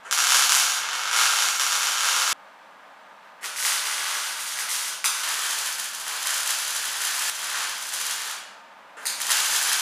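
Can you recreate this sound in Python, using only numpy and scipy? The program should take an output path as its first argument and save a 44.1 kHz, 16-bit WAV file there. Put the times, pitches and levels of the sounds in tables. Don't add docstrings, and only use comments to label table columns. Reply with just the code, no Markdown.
import sys
import numpy as np
from scipy import signal
from scipy.fft import rfft, irfft, next_fast_len
from scipy.io import wavfile
from scipy.ndimage import uniform_filter1d

SR = 44100
rng = np.random.default_rng(int(sys.argv[2]) if len(sys.argv) > 2 else 0)


def invert_db(x):
    u = np.asarray(x, float) / 20
    return 10 ** u


def master_out(mix):
    frames = np.transpose(np.atleast_2d(mix))
    ceiling = np.clip(frames, -1, 1)
    pcm = np.round(ceiling * 32767).astype(np.int16)
    wavfile.write(sys.argv[1], SR, pcm)


N = 432621
TOP_HZ = 15230


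def on_log_axis(table, hz):
    table_hz, value = np.transpose(table)
    return np.interp(np.log(hz + 1), np.log(table_hz), value)


def shaped(x, gain):
    size = next_fast_len(len(x))
    spectrum = rfft(x, size) * gain(np.fft.rfftfreq(size, 1 / SR))
    return irfft(spectrum, size)[:len(x)]


def level(x, db):
    return x * invert_db(db) / np.sqrt(np.mean(x ** 2))


# (time [s], energy [dB])
BURSTS_1 = [(.1113, 5.5), (.1263, 9.5), (.1492, -14), (.1763, 5), (.1815, 5), (.1886, 9), (.2028, 7.5),
            (.222, 5.5), (.2401, 7), (.2466, 2), (.2698, 9), (.2905, 5), (.2982, 7), (.3049, 9),
            (.3212, 12), (.346, 11.5), (.3534, 7), (.3695, 7.5), (.3866, 5), (.395, 7), (.4232, 8.5),
            (.4385, 7), (.4696, -6), (.4944, 10), (.5213, 11), (.5435, 4), (.5502, 9), (.5645, -0.5),
            (.5809, 6), (.599, 7), (.635, 2.5), (.678, -2), (.6985, 1.5), (.7201, 0), (.7384, -3),
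            (.7762, -2), (.8438, 2), (.8645, -9), (.8885, 6.5), (.9112, 1)]
BURSTS_1_RECOVERED = [(0.9317, 5.5), (0.9521, 3), (0.971, -0.5), (0.994, 2), (1.0154, -1), (1.0357, 3.5),
                      (1.0553, 2), (1.0756, 5.5), (1.093, -5), (1.1128, 6), (1.1302, 8), (1.138, 6),
                      (1.1457, 2), (1.1635, 8.5), (1.1885, 8), (1.1963, 7), (1.205, 6), (1.2136, 9),
                      (1.2349, 5.5), (1.256, 9), (1.2862, 2), (1.3089, 4), (1.3259, 2), (1.3363, 4),
                      (1.3596, 5.5), (1.369, 4), (1.3879, 6), (1.4047, 4), (1.4227, 8.5), (1.4534, 5.5),
                      (1.487, 6), (1.5292, -1), (1.547, 0), (1.5973, 8), (1.6111, 3), (1.6194, 2),
                      (1.635, 2)]
BURSTS_1_STEADY = [(1.6532, 1), (1.6658, 5), (1.701, 2), (1.7215, 5.5), (1.7276, 4), (1.7536, 5.5),
                   (1.7645, 3), (1.7863, 1), (1.8085, 3.5), (1.8191, 2.5), (1.8313, 6.5), (1.8705, 7),
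                   (1.8875, 4), (1.9114, 1), (1.9202, 4), (1.93, 0), (1.9662, -5), (1.9736, 3), (1.9907, 1),
                   (2.0076, 7), (2.023, -2), (2.0336, 5), (2.0455, 7), (2.0546, 6), (2.0617, 4),
                   (2.0879, 9), (2.0954, 4), (2.1177, 0), (2.129, 6), (2.1513, 3), (2.1641, 8), (2.1875, 2),
                   (2.1993, 5), (2.2198, 7.5), (2.2776, 6), (2.2892, 2), (2.3204, 4)]
BURSTS_2 = [(3.5613, -4), (3.5857, -1), (3.6033, -3), (3.6265, 2.5), (3.6504, 8), (3.6802, 5.5),
            (3.7098, -3), (3.7204, 4), (3.7429, 0), (3.7629, 0.5), (3.841, -2), (3.8551, 4), (3.87, -4),
            (3.8836, -2), (3.8981, -1), (3.9101, 2), (3.927, 1.5), (3.9642, 0), (3.9812, 2), (4.007, 0.5),
            (4.0272, 0), (4.055, 1), (4.0652, 1), (4.0771, 0), (4.0949, 1), (4.1115, -1), (4.1366, 3),
            (4.1534, -0.5), (4.171, 0), (4.2371, -1.5), (4.2474, -6), (4.2576, -3), (4.272, -5),
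            (4.3091, -3), (4.3663, -5.5), (4.3929, -6), (4.4611, -8), (4.4756, -5), (4.5086, -5.5),
            (4.5218, -7), (4.5733, -2.5), (4.5886, 2.5), (4.6051, -4), (4.6541, -6), (4.6667, -15),
            (4.6782, -9), (4.6874, -2), (4.6981, -7), (4.714, -2.5), (4.7476, -3), (4.7775, -6),
            (4.7941, -5), (4.866, -4.5), (4.9266, -8.5)]
BURSTS_2_STRIKES = [
    (3.4311, -7),
    (3.4428, 2),
    (4.7317, -3.5),
    (5.0428, 9.5),
    (5.1331, -7),
]
BURSTS_3 = [(5.2273, -1), (5.2754, 4.5), (5.3009, 0), (5.3279, 1), (5.3783, 1), (5.4051, -3), (5.4234, 0),
            (5.4503, 2), (5.4947, 3), (5.5169, -2), (5.574, 0.5), (5.5985, -4), (5.6468, -1.5),
            (5.6577, -3.5), (5.7123, -4.5), (5.7843, -0.5), (5.8295, -4.5), (5.8439, -7), (5.9348, -2.5),
            (5.9856, -5), (5.999, -5), (6.0422, -7), (6.0666, 1), (6.1122, -1), (6.1511, -0.5),
            (6.1901, -5), (6.2152, 2), (6.2574, 6), (6.2927, 3), (6.3288, 2.5), (6.3653, 1), (6.3907, -2),
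            (6.4187, -4), (6.4462, -5), (6.4618, 2.5), (6.4923, 4.5), (6.573, -4), (6.5872, -5),
            (6.636, -3), (6.6662, -1), (6.693, -0.5), (6.7505, 3), (6.8144, -4), (6.8416, 1),
            (6.8647, -3.5), (6.8862, -7), (6.9165, -3), (6.9544, -1), (7.0043, 2.5), (7.0372, 4.5),
            (7.0571, 0), (7.0969, -1), (7.1373, -1), (7.15, -2), (7.1795, 0), (7.2083, 1.5), (7.2638, -1),
            (7.2831, 2)]
BURSTS_4 = [(7.3401, -4), (7.3488, -7), (7.3788, -2), (7.4034, -6), (7.4295, 1.5), (7.4568, -0.5),
            (7.4862, 3.5), (7.5151, 1), (7.5446, 2), (7.573, 3), (7.6055, 2.5), (7.6275, 1), (7.6809, 0),
            (7.7404, -7), (7.7666, -7), (7.8115, -2.5), (7.8547, -6.5), (7.877, -4), (7.9236, 0.5),
            (7.9331, -2), (7.9615, -4.5), (8.0004, 0.5), (8.0527, 1.5), (8.0965, 0.5), (8.2051, -1.5),
            (8.2603, -3), (8.2982, 0), (8.3733, -13)]
BURSTS_5 = [(9.055, 1.5), (9.0864, -8), (9.1878, -12), (9.203, 2.5), (9.2545, 0.5), (9.2798, 1),
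            (9.2956, 6), (9.3038, 10.5), (9.3561, 4.5), (9.3897, 3.5), (9.433, -4), (9.4452, 0.5),
            (9.5144, -4), (9.5482, 5.5), (9.6133, 2.5), (9.622, -1), (9.659, 2), (9.6815, 4.5),
            (9.717, 7.5), (9.783, 3)]
# (time [s], wire drops [1/s], small pop [dB], sizzle [dB], arc treble [dB])
BEAD_1 = [(.03, 40, -30, -53, -3), (.06, 40, -30, -45.5, -1.5), (0.109, 40, -6, -52.5, 1),
          (.16, 75, -7, -28, -2), (.55, 51, -2, -38, 3), (.66, 55, 2.5, -29, 4.5), (.75, 52, -7, -23, -1.5),
          (.85, 47, -9.5, -20, -22)]
BEAD_1_RECOVERED = [(.95, 48.4, -6, -27, -8), (1.08, 49.6, -4, -24.5, -11.5), (1.16, 91, 3, -18, -3.5),
                    (1.42, 90.5, -1.5, -32, -1), (1.56, 70.5, -9, -26, 0), (1.7, 95.2, -3.5, -32, -0.5),
                    (1.96, 90.3, -1.5, -26.5, -4), (2.33, 88.5, -4, -18, -2.5)]
BEAD_2 = [(3.41, 20, -30, -47, 12), (3.45, 23, -38, -38, -5.5), (3.56, 39, -15, -43, 6.5),
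          (3.66, 39, -8, -34, 1.5), (3.8, 60, -6, -39, -0.5), (3.999, 74, -3, -33, -4),
          (4.27, 64, -9, -29, -2)]
BEAD_2_STUTTER = [(4.36, 40, -17, -37, 1), (4.39, 56, -13, -31, 4), (4.54, 56.3, -20, -34.5, 3),
                  (4.62, 60.2, -10, -26.5, -2.5), (4.66, 30, -16, -42, -1), (4.7, 79, -10, -31, 7.5),
                  (4.78, 79, -12, -31.5, 2.5), (4.89, 80, -7, -32.5, 4.5)]
BEAD_2_RESTRUCK = [(4.92, 48, -40, -41, 1.8), (5.0, 22, -44, -49, 2.1), (5.06, 29.5, -30, -40, 2.9),
                   (5.1, 36, -26, -34.5, 5), (5.139, 109.3, -7.5, -39, 1.5), (5.24, 115, -11, -43, 2)]
BEAD_3 = [(5.22, 45.1, -4, -25, -1.5), (5.45, 50.2, -10, -26, -0.5), (5.7, 54.9, -18, -31, 4.5),
          (5.901, 30, -15, -48, 4), (6.1, 60, -8, -27, -4), (6.3, 39.5, -7, -35, 2),
          (6.55, 49.7, -6.5, -32, 4.5), (6.8, 60.3, -8.5, -32, 0.5), (7.31, 54.8, -6, -26, 2)]
BEAD_4 = [(7.3, 70, -12, -38, 2), (7.55, 75, -3, -28.5, -7.5), (7.8, 60.2, -14, -44, 2),
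          (8.1, 75.6, -9.5, -42, 3), (8.25, 74.7, -6.5, -35, -3.5), (8.32, 60, -13, -37, -2.5),
          (8.38, 40, -26, -54, -6)]
BEAD_5 = [(8.97, 40, -34, -45, -4), (9.03, 40, -30, -43, 4), (9.05, 30.3, -16, -43, 5.5),
          (9.2, 49.8, -17, -39, 3.5), (9.32, 40, -9, -27.5, 0.5), (9.5, 76.8, -7, -24.5, 4.5),
          (9.81, 49.8, -13, -27, 0)]
RUNS = [(BURSTS_1 + BURSTS_1_RECOVERED + BURSTS_1_STEADY, BEAD_1 + BEAD_1_RECOVERED),
        (sorted(BURSTS_2 + BURSTS_2_STRIKES), BEAD_2 + BEAD_2_STUTTER + BEAD_2_RESTRUCK),
        (BURSTS_3, BEAD_3), (BURSTS_4, BEAD_4), (BURSTS_5, BEAD_5)]
DROP_JITTER_CYCLES, POP_SPREAD_DB = .15, 2.5


def pops(bursts, curve, stop_s):
    s, rate_hz, small_db = np.transpose(curve)[:3]
    clock = np.linspace(s[0], s[-1], num=2000)
    cycles = np.cumsum(np.interp(clock, s, np.maximum(rate_hz, 1))) * (clock[1] - clock[0])
    burst_s = [when for when, _ in bursts]
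    marks = np.interp(burst_s + [min(s[-1], stop_s)], clock, cycles)
    chance = np.clip(rng.standard_normal(size=(len(bursts), 64, 2)), -2, 2)
    rows = list(bursts)
    for begin, end, luck in zip(marks, marks[1:], chance):
        drops = np.arange(1, round(end - begin))
        spacing = (end - begin) / (len(drops) + 1)
        uneven = drops + DROP_JITTER_CYCLES * luck[drops, 0]
        when = np.interp(begin + uneven * spacing, cycles, clock)
        rows += zip(when, np.interp(when, s, small_db) + POP_SPREAD_DB * luck[drops, 1])
    return rows


# (time [s], delay [ms], level against the first [dB])
TWINS = [
    (5.0429, .82, -7),
    (9.0549, .227, -10),
    (9.0549, .455, -1.5),
]
SIZZLE_TRIM_DB, SPATTER_RATE_HZ = -6.5, 1500
SPATTER_SPREAD_DB, LARGEST_DROP = 6.5, 2.5


def arc(t, start_s, before_db, bursts, curve):
    s, sizzle_db, treble_db = np.transpose(curve)[[0, 3, 4]]
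    hit = rng.random(len(t)) < SPATTER_RATE_HZ / SR
    drop_size = np.minimum(rng.exponential(size=len(t)), LARGEST_DROP)
    spatter = level(hit * invert_db(SPATTER_SPREAD_DB * drop_size), 0)
    burn_db = np.interp(t, s, sizzle_db, left=-120, right=-120) + SIZZLE_TRIM_DB
    drive = spatter * invert_db(np.where(t < start_s, before_db, burn_db))
    for when, db in pops(bursts, curve, t[-1]):
        at = round((when - t[0]) * SR)
        drive[at] += invert_db(db)
        for strike_s, ms, second_db in TWINS:
            if abs(when - strike_s) < .003:
                drive[at + round(ms * SR / 1000)] += invert_db(db + second_db)
    treble = shaped(drive, lambda f: 1 / (1 + (4000 / (f + 1)) ** 2))
    return drive + treble * (invert_db(np.interp(t, s, treble_db)) - 1)


# (time [s], level [dB])
CLUNKS = [
    (.045, 1.5),
    (3.418, 4),
    (8.948, -0.5),
]


def trigger(t):
    rattle = 0
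    for when, db in CLUNKS:
        if when < t[-1] - .05:
            since = np.maximum(t - when, 0)
            rattle = rattle + invert_db(db - 25.5) * np.exp(-since / 0.029) * (1 - np.exp(-since / .01))

    def case_and_gas(f):
        dull = 1 / (1 + (f / 2700) ** 6)
        case = 2.7 / (1 + ((f - 460) / 60) ** 4)
        gas = 0.2 / (1 + ((f - 8000) / 2200) ** 4)
        return dull + case + gas

    return shaped(rattle * rng.standard_normal(len(t)), case_and_gas)


# time [s], half length [s], level [dB]
SPARK = (2.3408, .002, -63)


def spark():
    when, half_s, db = SPARK
    fizz = shaped(rng.standard_normal(N), lambda f: 1 / (1 + (4800 / (f + 1)) ** 8) / (1 + (f / 8000) ** 2))
    return invert_db(db) * fizz * np.exp(-((np.arange(N) / SR - when) / half_s) ** 4)


def ring(hz, width_hz, db, order=1):
    pole = np.exp(-np.pi * width_hz / SR)
    struck = signal.unit_impulse(SR)
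    for _ in range(order):
        struck = signal.lfilter([1, 0, -1], [1, -2 * pole * np.cos(2 * np.pi * hz / SR), pole ** 2], struck)
    return struck * invert_db(db) / np.sqrt(np.sum(struck ** 2))


def recolour(answer, table, size=2048):
    hz = np.fft.rfftfreq(size, 1 / SR)
    power = uniform_filter1d(abs(rfft(answer)) ** 2, size=100)
    gain = invert_db(on_log_axis(table, hz)) / np.sqrt(power[hz.astype(int)])
    cep = irfft(np.log(gain), size)
    cep[1:size // 2] *= 2
    cep[size // 2 + 1:] = 0
    return signal.fftconvolve(answer, irfft(np.exp(rfft(cep)), size))[:SR]


# (delay [ms], level [dB])
PLACES = [
    ((2000, 14200, 2.1), (9.4, 1.7, 2.5), 120, [(.6, 2.5), (1.2, -23.5), (4.4, -9), (5.7, -21.5), (7.8, -1.5), (13, -21), (22.2, -6)]),
    ((1920, 680, 6.1), (19.2, 2.8, 1.5), 5100, [(.15, 6), (.55, 0), (2.5, -16), (4.2, 1), (13.9, -11), (15.5, 8), (16, 4), (16.5, 7), (17.1, 4), (20.7, -1)]),
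    ((1850, 510, -0.77), (17, 3.5, 2.5), 13500, [(.15, 5), (.55, 12), (.95, 6), (12.9, 13), (13.8, 13), (14.1, 14), (15.4, 15), (15.9, 11), (16.4, 7), (17.0, 12)]),
]
# (frequency [Hz], level [dB])
COLOURS = [
    [(190, -57.5), (330, -28.5), (559, -18.5), (666, -19.5), (722, -12.5), (782, -11), (1300, -2.5),
     (1580, -4.5), (1940, -9.5), (2990, -5.5), (3990, -7.5), (7200, -5), (8180, -12), (10200, -10.5),
     (13500, -20.5), (15100, -24)],
    [(190, -55), (330, -23.5), (635, -13.5), (757, -12.5), (847, -5.5), (1480, -0.5), (1790, -4.5),
     (1940, -1), (2350, -4), (2990, -3), (5230, -5.5), (5940, -2.5), (7920, -6.5), (9590, -5),
     (13300, -15.5), (14900, -19)],
    [(190, -62), (357, -19.5), (600, -16.5), (917, -4.5), (1350, -1), (1850, -2), (2100, -4.5), (3190, -4),
     (4900, -4), (5480, -5.5), (7080, -3.5), (8580, -7.5), (9750, -4.5), (12000, -10.5), (13900, -19.5),
     (14600, -16), (15300, -18)],
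]
# (frequency [Hz], width [Hz], lift [dB])
PANEL_MODES = [
    [(1271, 23, 2.5), (1360, 29, 4.5), (1425, 25, 3), (1602, 24, 6.5), (2190, 35, 6), (2531, 15, -1),
     (2665, 30, 2.5), (3055, 25, 5), (3630, 15, 7.5), (5780, 26, 9.5), (6030, 22, 2), (6670, 22, 2.5),
     (6680, 20, 3), (6992, 15, -3)],
    [(1350, 37, 1.5), (1507, 22, 4), (1670, 23, 5.5), (1994, 23, 4.5), (3550, 18, 0), (4900, 20, 5),
     (4955, 20, 5), (9746, 20, 6)],
    [(1390, 30, 1), (1501, 20, 4), (1557, 18, 5), (1620, 27, 1.5), (1746, 22, 5.5), (2826, 31, 5.5),
     (3120, 25, 8), (3342, 17, 7), (5000, 33, 3.5), (6100, 40, 7), (7200, 29, 5)],
]
# (frequency [Hz], T60 [s])
SHOP_T60 = [(500, 0.69), (1500, 0.91), (4000, 0.7), (8000, 0.52), (13000, 0.35)]
# frequency [Hz], width [Hz], level [dB]
FRAME_RING = (1330, 590, -4)


def shop(direct, diffuse, mirror_hz, echoes, colour, modes):
    t = np.arange(SR) / SR
    diffuse_db, build_ms, late_ms = diffuse
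    early = SR // 25
    answer = ring(*direct, order=2) + ring(*FRAME_RING)
    answer = signal.lfilter(*signal.butter(3, 8000, fs=SR), answer)
    mirrored = np.zeros(SR)
    for ms, db in echoes:
        mirrored[int(ms * SR / 1000)] = invert_db(db)
    answer += signal.lfilter(*signal.butter(1, mirror_hz, "high", fs=SR), mirrored)
    wash, noise = 0, rng.standard_normal(SR)
    for centre_hz in 125 * 2 ** np.arange(0, 7.6, .5):
        band = shaped(noise, lambda f: np.clip(1 - 2 * abs(np.log2((f + 1) / centre_hz)), 0, 1))
        t60 = on_log_axis(SHOP_T60, centre_hz)
        band_build_ms = build_ms * min(centre_hz / 4000, 1) ** 2
        rise = 1 - np.exp(-np.maximum(t * 1000 - late_ms, 0) / band_build_ms)
        wash = wash + band * rise * invert_db(-60 * t / t60) / np.sqrt(t60)
    answer += invert_db(diffuse_db) * wash / np.sqrt(np.sum(wash[:early] ** 2))
    answer = recolour(answer, colour)
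    for hz, width_hz, db in modes:
        mode = signal.lfilter(*signal.iirpeak(hz, hz / width_hz, fs=SR), answer)
        answer = answer + (invert_db(db) - 1) * mode
    return answer / np.sqrt(np.sum(answer[:early] ** 2))


# (frequency [Hz], density [dB per Hz])
FAN_RUSH = [(40, -48), (90, -49), (150, -28.5), (194, -13.5), (246, -16.5), (280, -16.5), (370, -18),
            (543, -7.5), (900, -2), (1700, -7), (1950, -10.5), (3400, -18), (5000, -26), (9000, -34),
            (12000, -39), (15000, -38)]
# (frequency [Hz], width [Hz], rms level [dB])
FAN_TONES = [(118.3, 4.6, -88.5), (203, 14, -73.5), (280.3, 6.7, -74), (558, 3, -69), (624, 3, -67),
             (647, 1.5, -67.5), (792, 3, -68.5), (911, 2.2, -59.5), (1015, 7.4, -64.5), (1216, 2.5, -61.5),
             (1534, 2.5, -66.5), (1656, 2.8, -65.5), (1780, 3, -75), (7920, 250, -84)]
FAN_DB, FAN_FLUTTER_HZ, FAN_FLUTTER_DB = -48.5, 9, .3


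def fan():
    rush = level(shaped(rng.standard_normal(N), lambda f: invert_db(on_log_axis(FAN_RUSH, f))), FAN_DB)
    flutter = level(shaped(rng.standard_normal(N), lambda f: 1 / (1 + (f / FAN_FLUTTER_HZ) ** 2)), 0)
    hum = rush * invert_db(flutter * FAN_FLUTTER_DB)
    for hz, width_hz, db in FAN_TONES:
        wander = np.cumsum(rng.standard_normal(N)) * np.sqrt(2 * np.pi * width_hz / SR)
        hum = hum + level(np.sin(2 * np.pi * hz * np.arange(N) / SR + wander), db)
    return hum


# (start [s], place 0-2, fan trim [dB], arc burning beforehand [dB])
SHOTS = [
    (0, 0, 0.5, -93.5),
    (2.3294, 1, -0.5, -98),
    (5.2329, 2, 0.5, -27),
    (7.3006, 2, 0, -34.5),
    (8.969, 2, 4, -90),
]
LEAD = 2 ** 15
FADE_S = .0005


def scene():
    answers = [shop(*place, colour, modes) for place, colour, modes in zip(PLACES, COLOURS, PANEL_MODES)]
    top = signal.ellip(16, .3, 90, TOP_HZ, fs=SR, output="sos")
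    hum, out = signal.sosfilt(top, fan()), np.zeros(N)
    stops = [shot[0] for shot in SHOTS[1:]] + [N / SR]
    for (start, place, fan_db, before_db), stop, run in zip(SHOTS, stops, RUNS):
        first, last = round(start * SR), round(stop * SR)
        t = np.arange(first - LEAD, last) / SR
        drive = arc(t, start, before_db, *run) + trigger(t)
        in_room = signal.fftconvolve(drive, answers[round(place)])[LEAD:len(t)]
        heard = signal.sosfilt(top, in_room)
        since = t[LEAD:] - start
        to_edge = np.minimum(since, stop - start - since)
        fade = np.sin(np.clip(to_edge / FADE_S, 0, 1) * np.pi / 2) ** 2
        out[first:last] = heard * fade + invert_db(fan_db) * hum[first:last]
    return np.array([out, out]) + signal.sosfilt(top, spark())


# (time [s], level [dB])
JOLTS = [
    (.322, -34),
    (.5213, -44),
    (2.3288, -29),
    (5.2323, -42),
    (7.3007, -50),
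    (8.969, -52),
    (9.8, -35),
]


def jolts():
    t = np.arange(N) / SR
    return sum(-invert_db(db) * np.exp(-((t - s) / 0.00015) ** 2) for s, db in JOLTS)


def amplifier_hiss():
    hiss = shaped(rng.standard_normal(N), lambda f: (f < TOP_HZ) / (1 + (5000 / (f + 1)) ** 4))
    side = level(hiss, -75.5)
    return np.array([side, -side])


def low_pass(x):
    return signal.sosfilt(signal.butter(12, 16490, fs=SR, output="sos"), x)


def record(dry):
    mix = np.clip(dry + jolts() + amplifier_hiss(), -1, 1)
    return low_pass(mix)


dry = scene()
out = record(dry)
master_out(out)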